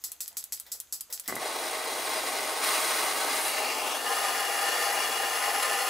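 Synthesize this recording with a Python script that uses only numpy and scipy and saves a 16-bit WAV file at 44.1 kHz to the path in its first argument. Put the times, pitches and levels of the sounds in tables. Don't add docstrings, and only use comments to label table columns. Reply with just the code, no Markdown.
import sys
import numpy as np
from scipy import signal
from scipy.fft import rfft, irfft, next_fast_len
from scipy.io import wavfile
from scipy.ndimage import uniform_filter1d

SR = 44100
rng = np.random.default_rng(int(sys.argv[2]) if len(sys.argv) > 2 else 0)


def makeup_ratio(level_db):
    decades = np.asarray(level_db, float) / 20
    return 10 ** decades


def wrap_up_sound(samples):
    columns = np.atleast_2d(samples).T
    tamed = np.clip(columns, -1, 1)
    steps = np.round(tamed * 32767).astype(np.int16)
    wavfile.write(sys.argv[1], SR, steps)


N = 259749
TIME_S = np.arange(N) / SR
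LIT_S = 1.281


def rms_one(x):
    return x / np.sqrt(np.mean(x ** 2) + 1e-20)


def in_time(rows):
    start_s, *columns = np.transpose(rows)
    return [np.interp(TIME_S, start_s, column) for column in columns]


def coloured(x, spectrum, rings=()):
    size = next_fast_len(N)
    hz = np.maximum(np.arange(size // 2 + 1) * SR / size, 1)
    point_hz, point_db = np.transpose(spectrum)
    db = np.interp(np.log(hz), np.log(point_hz), point_db)
    for centre_hz, width_hz, lift_db in rings:
        db = db + lift_db / (1 + (2 * (hz - centre_hz) / width_hz) ** 2)
    return irfft(rfft(x, size) * makeup_ratio(db), size)[..., :N]


def band(x, low_hz, high_hz):
    return signal.sosfilt(signal.butter(2, [low_hz, high_hz], "band", fs=SR, output="sos"), x)


def top_cut(x, hz=15620):
    return signal.sosfilt(signal.ellip(10, .3, 70, hz, fs=SR, output="sos"), x)


def drift(rate_hz):
    r = np.exp(-2 * np.pi * rate_hz / SR)
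    walk = signal.lfilter([1], [1, -2 * r, r * r], rng.standard_normal(N + SR))
    return rms_one(walk[SR:])


def ring(x, hz, t60_s):
    r, w = makeup_ratio(-60 / (t60_s * SR)), 2 * np.pi * hz / SR
    return signal.lfilter([0, np.sin(w)], [1, -2 * r * np.cos(w), r * r], x + 1e-18)


def dying(starts_s, levels_db, t60_s, hold_s=0.):
    out, since_s = np.zeros(N), np.arange(SR // 2) / SR
    for start_s, db in zip(starts_s, levels_db):
        part = out[round(start_s * SR):][:len(since_s)]
        part += makeup_ratio(db - 60 * np.maximum(since_s - hold_s, 0) / t60_s)[:len(part)]
    return out


def late(x, lag_ms):
    return np.interp(np.arange(N) - lag_ms * SR / 1000, np.arange(N), x)


def bump(centre_s, width_s):
    return np.exp(-.5 * ((TIME_S - centre_s) / width_s) ** 2)


# hz, level_db
STILL_AIR_TONE = [(12, -38), (20, 5), (717, 2.5), (1370, 5.5), (1620, 2.5), (4120, 0), (4480, 1),
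                  (5610, -2), (6110, 8), (7230, 8), (9060, 1), (14600, 2), (16800, -30)]
STILL_AIR_DB = -60.5


def still_air():
    air = rng.standard_normal((3, N))
    return makeup_ratio(STILL_AIR_DB) * rms_one(coloured(air[:2] * 0.29 + air[2], STILL_AIR_TONE))


RUMBLE_DB = -72


def bench_rumble(way):
    air = rng.standard_normal((3, N))
    rumble = makeup_ratio(RUMBLE_DB) * rms_one(band(air[:2] * 0.85 + air[2], 56, 82)) * makeup_ratio([[1.5], [-1.5]])
    return rumble * (.5 + 0.27 * (TIME_S > LIT_S) + .4 * way)


SHOP_T60_S, BENCH_T60_S, WALL_CUT_HZ = 0.27, .09, 13000


def reverb(x, t60_s):
    t = np.arange(int(.3 * SR)) / SR
    noise = rng.standard_normal((2, len(t)))
    dull = band(noise, 140, WALL_CUT_HZ / 3)
    tail = noise * makeup_ratio(-90 * t / t60_s) + dull * makeup_ratio(-60 * t / t60_s)
    tail *= np.clip(t / 0.0017, 0, 1)
    return signal.fftconvolve(x[None], rms_one(tail) / np.sqrt(len(t)), axes=1)[:, :N]


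# start_s, level_db, t60_s, bright_db
SQUEEZES = [(.0155, -72, 0.1, 5), (.085, -59, 0.41, -8), (.31, -58.5, 0.97, -17), (.655, -58.5, 0.28, -9),
            (0.6645, -61.5, 0.13, 1.5), (.74, -54, 0.17, -17), (1.095, -50, 0.36, -21),
            (1.101, -65.5, 0.19, 7.5), (1.237, -62.5, 0.13, 2.5), (1.258, -53.5, 0.12, -3)]
# centre_hz, width_hz, level_db
GRIP_MODES = [(740, 590, -8.5), (1890, 570, -2), (3650, 1200, -0.5), (5200, 910, -1), (8500, 4900, 0),
              (12200, 400, 0), (14900, 800, 0)]


def squeezes():
    out = 0
    for hz, width_hz, mode_db in GRIP_MODES:
        noise = rng.standard_normal(N)
        creak = rms_one(band(noise, max(hz - width_hz / 2, 300), hz + width_hz / 2))
        rub = 0
        for start_s, level_db, t60_s, bright_db in SQUEEZES:
            db = level_db + bright_db * np.log2(hz / 750) / 2
            rub = rub + dying([start_s], [db], t60_s, hold_s=0.0041)
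        out = out + makeup_ratio(mode_db) * creak * uniform_filter1d(rub, size=30)
    return out


# start_s, peak_db, pitch_hz
TICKS = [(.0165, -44, 6050), (.165, -43, 4000), (.243, -40, 4000), (.260, -24, 6000), (.273, -27, 9000),
         (.329, -32, 8000), (.318, -41.5, 3500), (.4277, -30, 4500), (.477, -50, 3500), (.575, -32, 4000),
         (.592, -38, 9000), (.752, -40, 6000), (.873, -44, 4000), (1.0005, -31, 6000), (1.088, -49, 3000),
         (1.177, -21, 5970)]
# start_s, level_db
PINGS = [(.262, -58), (.28, -54), (.577, -50), (.945, -48), (1.009, -48), (1.14, -53), (1.178, -52)]
SPRING_HZ, SPRING_T60_S = 4990, 0.11


def ticks():
    out, pings = np.zeros(N), np.zeros(N)
    t = np.arange(200) / SR
    for start_s, peak_db, hz in TICKS:
        click = makeup_ratio(peak_db - 60 * t * hz / 6.3) * np.sin(2 * np.pi * hz * t)
        out[round(start_s * SR):][:200] += click
    for start_s, db in PINGS:
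        pings[round(start_s * SR)] = makeup_ratio(db)
    return band(out, 1600, 14000) + ring(pings, SPRING_HZ, SPRING_T60_S)


# pitch_hz, level_db, t60_s
BARREL_MODES = [(3880, -33, 0.059), (5170, -38, 0.072), (5300, -28, .04), (7100, -25, .1),
                (8000, -5.5, 0.036), (7250, -32, 0.092), (10800, -23, 0.08), (12560, -26.5, .1),
                (13700, -30, .1), (15580, -22, .05)]
BURST_DB, BURST_T60_S = -6.5, 0.017


def trigger(events, tone, crack_hz, rattle_t60_s, hold_s, ring_db):
    start_s, peak_db, rattle_db = np.transpose(events)
    start_s = start_s + .001
    blows = .15 * rng.standard_normal(N) * dying(start_s, peak_db, .006)
    blows[np.round(start_s * SR).astype(int)] += 2.6 * makeup_ratio(peak_db)
    crack = 0.48 * band(blows, *crack_hz)
    chatter = rng.standard_normal(N) * makeup_ratio(1.7 * drift(710))
    rattle = dying(start_s, rattle_db, rattle_t60_s, hold_s)
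    rattle += dying(start_s, rattle_db + BURST_DB, BURST_T60_S)
    drive = 0.11 * blows + rattle * chatter
    rings = sum(makeup_ratio(db) * ring(drive, hz, t60_s) for hz, db, t60_s in BARREL_MODES)
    return crack + top_cut(rattle * rms_one(coloured(chatter, tone)) + makeup_ratio(ring_db) * rings)


# start_s, peak_db, rattle_db
RETURNS = [(0.1171, -9, -35), (0.2778, -12, -35.5), (0.4394, -8.5, -39), (0.598, -10, -36),
           (0.8006, -8.5, -35.5), (1.0076, -11.5, -33), (1.1967, -10, -36), (1.3538, -13, -34)]
# hz, level_db
RETURN_TONE = [(180, -67), (300, -38), (1140, -18), (1790, -24), (2640, -17), (4530, -9.5), (5010, -12.5),
               (11200, 1.5), (15200, -5.5), (16800, -35.5)]


def returns():
    return trigger(RETURNS, RETURN_TONE, crack_hz=(6500, 13000), rattle_t60_s=0.057,
                   hold_s=0.0012, ring_db=-31)


# start_s, peak_db, rattle_db
SNAPS = [(0.038, -20, -32), (0.2044, -19, -33), (0.3683, -17, -32), (0.5212, -20, -31.5),
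         (0.7166, -21, -32.5), (0.9238, -28, -31.5), (1.125, -19, -32.5), (1.2768, -15, -32)]
# hz, level_db
SNAP_TONE = [(120, -58), (200, -30), (819, -25), (1480, -22), (1660, -23), (2900, -23.5), (4860, -3.5),
             (6790, -4.5), (8020, 2.5), (8800, -8.5), (11000, 0.5), (15900, -7), (16800, -48)]


def snaps():
    return trigger(SNAPS, SNAP_TONE, crack_hz=(1800, 16500), rattle_t60_s=0.15,
                   hold_s=.008, ring_db=-26.0)


# start_s, peak_db, width_ms
POPS = [(1.285, -30, .09), (1.2935, -30, .09), (1.298, -25, .15), (1.307, -28, .15), (1.3252, -21, .16),
        (1.333, -31, .3), (1.341, -27, .45), (1.351, -29, .4), (1.3658, -24, .13), (1.373, -30, .3),
        (1.382, -31, .15)]
# level_db, pitch_hz, t60_s
WHOOMP = (-43.5, 230, 0.42)
NOZZLE_HZ, NOZZLE_T60_S = 2050, .02


def ignition():
    out = 0
    for start_s, peak_db, width_ms in POPS:
        u = np.clip((TIME_S - start_s) / width_ms * 1000, -6, 6)
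        out = out - makeup_ratio(peak_db) * np.exp(-u * u / 2)
    nozzle = ring(band(out, 600, 6000), NOZZLE_HZ, NOZZLE_T60_S)
    pops = band(out, 230, 6000) + makeup_ratio(-15) * nozzle
    db, hz, t60_s = WHOOMP
    air = rms_one(band(rng.standard_normal(N), hz * 0.54, hz * 1.8))
    swell = air * dying([LIT_S], [db], t60_s, hold_s=0.029)
    return pops + uniform_filter1d(swell, 40)


# start_s, level_db
GAS = [(1.42, -37.5), (1.6, -36.5), (1.93, -36), (2.1, -33.5), (2.22, -35), (2.612, -34.5), (2.64, -28),
       (2.88, -29.5), (3.3, -32.5), (3.6, -32.5), (3.9, -32.5), (4.02, -33.5), (4.15, -31.5), (5.0, -31.5),
       (5.3, -31.5), (5.89, -31)]
# centre_s, lift_db, half_length_s
SPURTS = [(1.675, 1.5, .02), (2.28, 2, 0.013), (3.36, 2, 0.04), (3.48, 2, 0.019), (5.173, 1, 0.01),
          (5.63, 4.5, 0.006)]
MEAN_GAS_DB = -34
ROAR_DB, ROAR_FOLLOWS, ROAR_AIMED_DB = -37.5, 0.26, 0.46
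JET_DB, JET_FOLLOWS, JET_AIMED_DB = -42.5, 1.13, -.5
TOP_DB, TOP_FOLLOWS, TOP_AIMED_DB = -43.0, 1.2, -1.1
FACING_S, FACING_WIDTH_S, FACING_DB = 3.46, 0.054, 5
AVERTED_S, AVERTED_WIDTH_S, AVERTED_DB = 3.73, 0.088, -3.5
ROAR_PAN_DB, PAN_DB_PER_S, AIMED_PAN_DB = 1.4, 1.85, 1.5


def burning(way):
    hiss_db = in_time(GAS)[0] + sum(db * bump(s, width_s) for s, db, width_s in SPURTS)
    flow_db = hiss_db - MEAN_GAS_DB
    beam_db = FACING_DB * bump(FACING_S, FACING_WIDTH_S) + AVERTED_DB * bump(AVERTED_S, AVERTED_WIDTH_S)
    roar_db = ROAR_DB + ROAR_FOLLOWS * flow_db + ROAR_AIMED_DB * way
    jet_db = JET_DB + JET_FOLLOWS * flow_db + JET_AIMED_DB * way + beam_db
    top_db = TOP_DB + TOP_FOLLOWS * flow_db + TOP_AIMED_DB * way
    pan_db = ROAR_PAN_DB + PAN_DB_PER_S * np.clip(TIME_S - LIT_S, 0, 1.8) + AIMED_PAN_DB * way
    return [roar_db, hiss_db, jet_db, top_db], pan_db


# hz, level_db
UPRIGHT_TONE = [(71, -69), (120, -27.5), (184, -33), (260, -9), (442, -5), (781, -6), (958, -12.5),
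                (1060, -7.5), (1380, -8), (2040, -7.5), (2820, -13), (3990, -12), (7190, -17), (9000, -16),
                (15600, -14)]
AIMED_TONE = [(71, -77), (120, -55), (266, -22), (470, -4), (576, -7.5), (798, -4), (1130, -17),
              (1220, -6.5), (1530, -11), (1760, -6.5), (3750, -15), (4410, -16.5), (8640, -18.5),
              (9970, -20), (15600, -11)]
# centre_hz, width_hz, lift_db
UPRIGHT_RINGS = [(151, 18, 7.5), (459, 54, 8.5), (629.5, 31, 10), (800, 90, 4), (988, 31, -20.5),
                 (960, 160, 14.5), (1285, 17, 10.5), (1466, 23, 0), (1640, 27, -3), (1780, 62, -6.5),
                 (1990, 140, -0.5), (2270, 33, -3.5), (3200, 58, -6.5), (3200, 170, 3.5), (3500, 58, -3.5),
                 (4140, 26, 4.5), (4410, 58, 2), (4950, 55, 4.5), (6540, 60, 6), (7150, 150, 4),
                 (7400, 330, -4), (8150, 200, 5), (8650, 230, 5), (8800, 200, 7), (10260, 600, 6)]
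AIMED_RINGS = [(460, 88, 0.5), (646, 200, 3.5), (804, 41, 9.5), (1044, 66, 16), (1130, 14, -8),
               (1225, 59, 5.5), (1387, 25, 7), (1540, 29, -13), (1650, 55, 4.5), (1760, 43, 5),
               (2030, 25, 0), (2150, 120, 1.5), (2230, 43, 1), (2910, 24, -2), (2835, 155, 10.5),
               (3000, 65, -7), (3380, 59, 9), (3770, 210, -7), (4070, 70, -9.5), (4340, 22, 13),
               (4530, 91, 8.5), (5340, 89, 11.5), (6360, 130, 8.5), (7530, 180, 8), (9900, 570, 10),
               (10930, 1100, 10)]
# start_s, lag_ms, gain
SWING = [(1.3, .48, 0.21), (3.35, .48, 0.053), (3.52, 0.4, 0.25), (3.75, 0.34, 0.46), (3.94, .27, 0.5),
         (4.06, 0.17, 0.29), (4.3, 0.14, .2), (5.89, 0.14, 0.097)]
BLUR_LOSS, BLUR_FILL = .45, .3


def coloured_flame(way):
    burn = rng.standard_normal(N) * makeup_ratio(0.99 * drift(230))
    moving = 4 * way * (1 - way)
    here = (1 - way) * rms_one(coloured(burn, UPRIGHT_TONE, UPRIGHT_RINGS))
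    here += way * rms_one(coloured(burn, AIMED_TONE, AIMED_RINGS))
    plain = rms_one(coloured(burn, UPRIGHT_TONE))
    here = (1 - BLUR_LOSS * moving) * here + BLUR_FILL * moving * plain
    lag_ms, gain = in_time(SWING)
    return here + gain * late(band(here, 1050, 4140), lag_ms)


SPLITS_HZ = (920, 8500, 11800)
# start_s, level_db
CATCH = [
    (1.281, -37),
    (1.287, -3),
    (1.32, -6),
    (1.385, -3.5),
    (1.42, 1),
    (5.89, 1),
]


def flame(way):
    levels_db, pan_db = burning(way)
    size = next_fast_len(N)
    hz, whole = np.arange(size // 2 + 1) * SR / size, rfft(coloured_flame(way), size)
    below = [0 * hz] + [1 / (1 + (hz / split_hz) ** 14) for split_hz in SPLITS_HZ] + [1 + 0 * hz]
    lit = makeup_ratio(in_time(CATCH)[0]) * (TIME_S > LIT_S)
    pans_db = [pan_db, 0.25 + 2.15 * way, 0.24 + 1.3 * way, .2 + .6 * way]
    flickers_db = (0.39, 0.6, 0.43, 0.34)
    gust, out = drift(3.7), 0
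    for low, high, db, side_db, flicker_db in zip(below, below[1:], levels_db, pans_db, flickers_db):
        x = irfft(whole * (high - low), size)[:N]
        steady = x / np.sqrt(uniform_filter1d(x * x, SR // 3))
        x = steady * makeup_ratio(db + flicker_db * (gust + drift(26.0)))
        out = out + x * lit * makeup_ratio([side_db / 2, -side_db / 2])
    return out


# upright_lag_ms, aimed_lag_ms, left_gain, right_gain, right_extra_ms
ECHOES = [(1.02, 1.235, 0.026, 0.058, -0.043), (1.47, 0.98, 0.095, 0.061, -0.0074),
          (2.21, 1.793, -0.16, -0.11, 0.033), (2.57, 1.565, 0.081, 0.058, -0.048),
          (2.85, 8.3, 0.091, -0.039, 0.053), (4.64, 4.2, 0.052, 0.013, -0.087),
          (5.49, 3.99, 0.049, 0.24, -0.0044), (7.4, 8.6, 0.067, 0.021, 0.31)]
TREMOR, TREMOR_HZ = .015, 1.2


def near_echoes(x, way):
    out, tremor = x.copy(), 1 + TREMOR * drift(TREMOR_HZ)
    for upright_ms, aimed_ms, left_gain, right_gain, extra_ms in ECHOES:
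        lag_ms = (upright_ms + way * (aimed_ms - upright_ms)) * tremor
        out[0] += left_gain * late(x[0], lag_ms)
        out[1] += right_gain * late(x[1], lag_ms + extra_ms)
    return out


# start_s, way
CARRY = [
    (0, 0),
    (3.3, 0),
    (3.55, 0.41),
    (3.9, 0.6),
    (4.1, 0.91),
    (4.4, 0.89),
    (5.89, 0.94),
]


def scene():
    way, = in_time(CARRY)
    background = still_air() + bench_rumble(way)
    hand = squeezes() + ticks() + returns() + snaps()
    torch = near_echoes(flame(way) * makeup_ratio(-1.0) + ignition(), way)
    room = makeup_ratio(-6.5) * reverb(hand, SHOP_T60_S)
    room += makeup_ratio(-8.5) * reverb(band(torch.mean(axis=0), 1420, 17500), BENCH_T60_S)
    return hand + top_cut(torch + room + background)


def low_pass(x):
    return signal.sosfilt(signal.butter(12, 17000, fs=SR, output="sos"), x)


def record(dry):
    mix = top_cut(dry, hz=16600)
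    return low_pass(mix)


dry = scene()
out = record(dry)
wrap_up_sound(out)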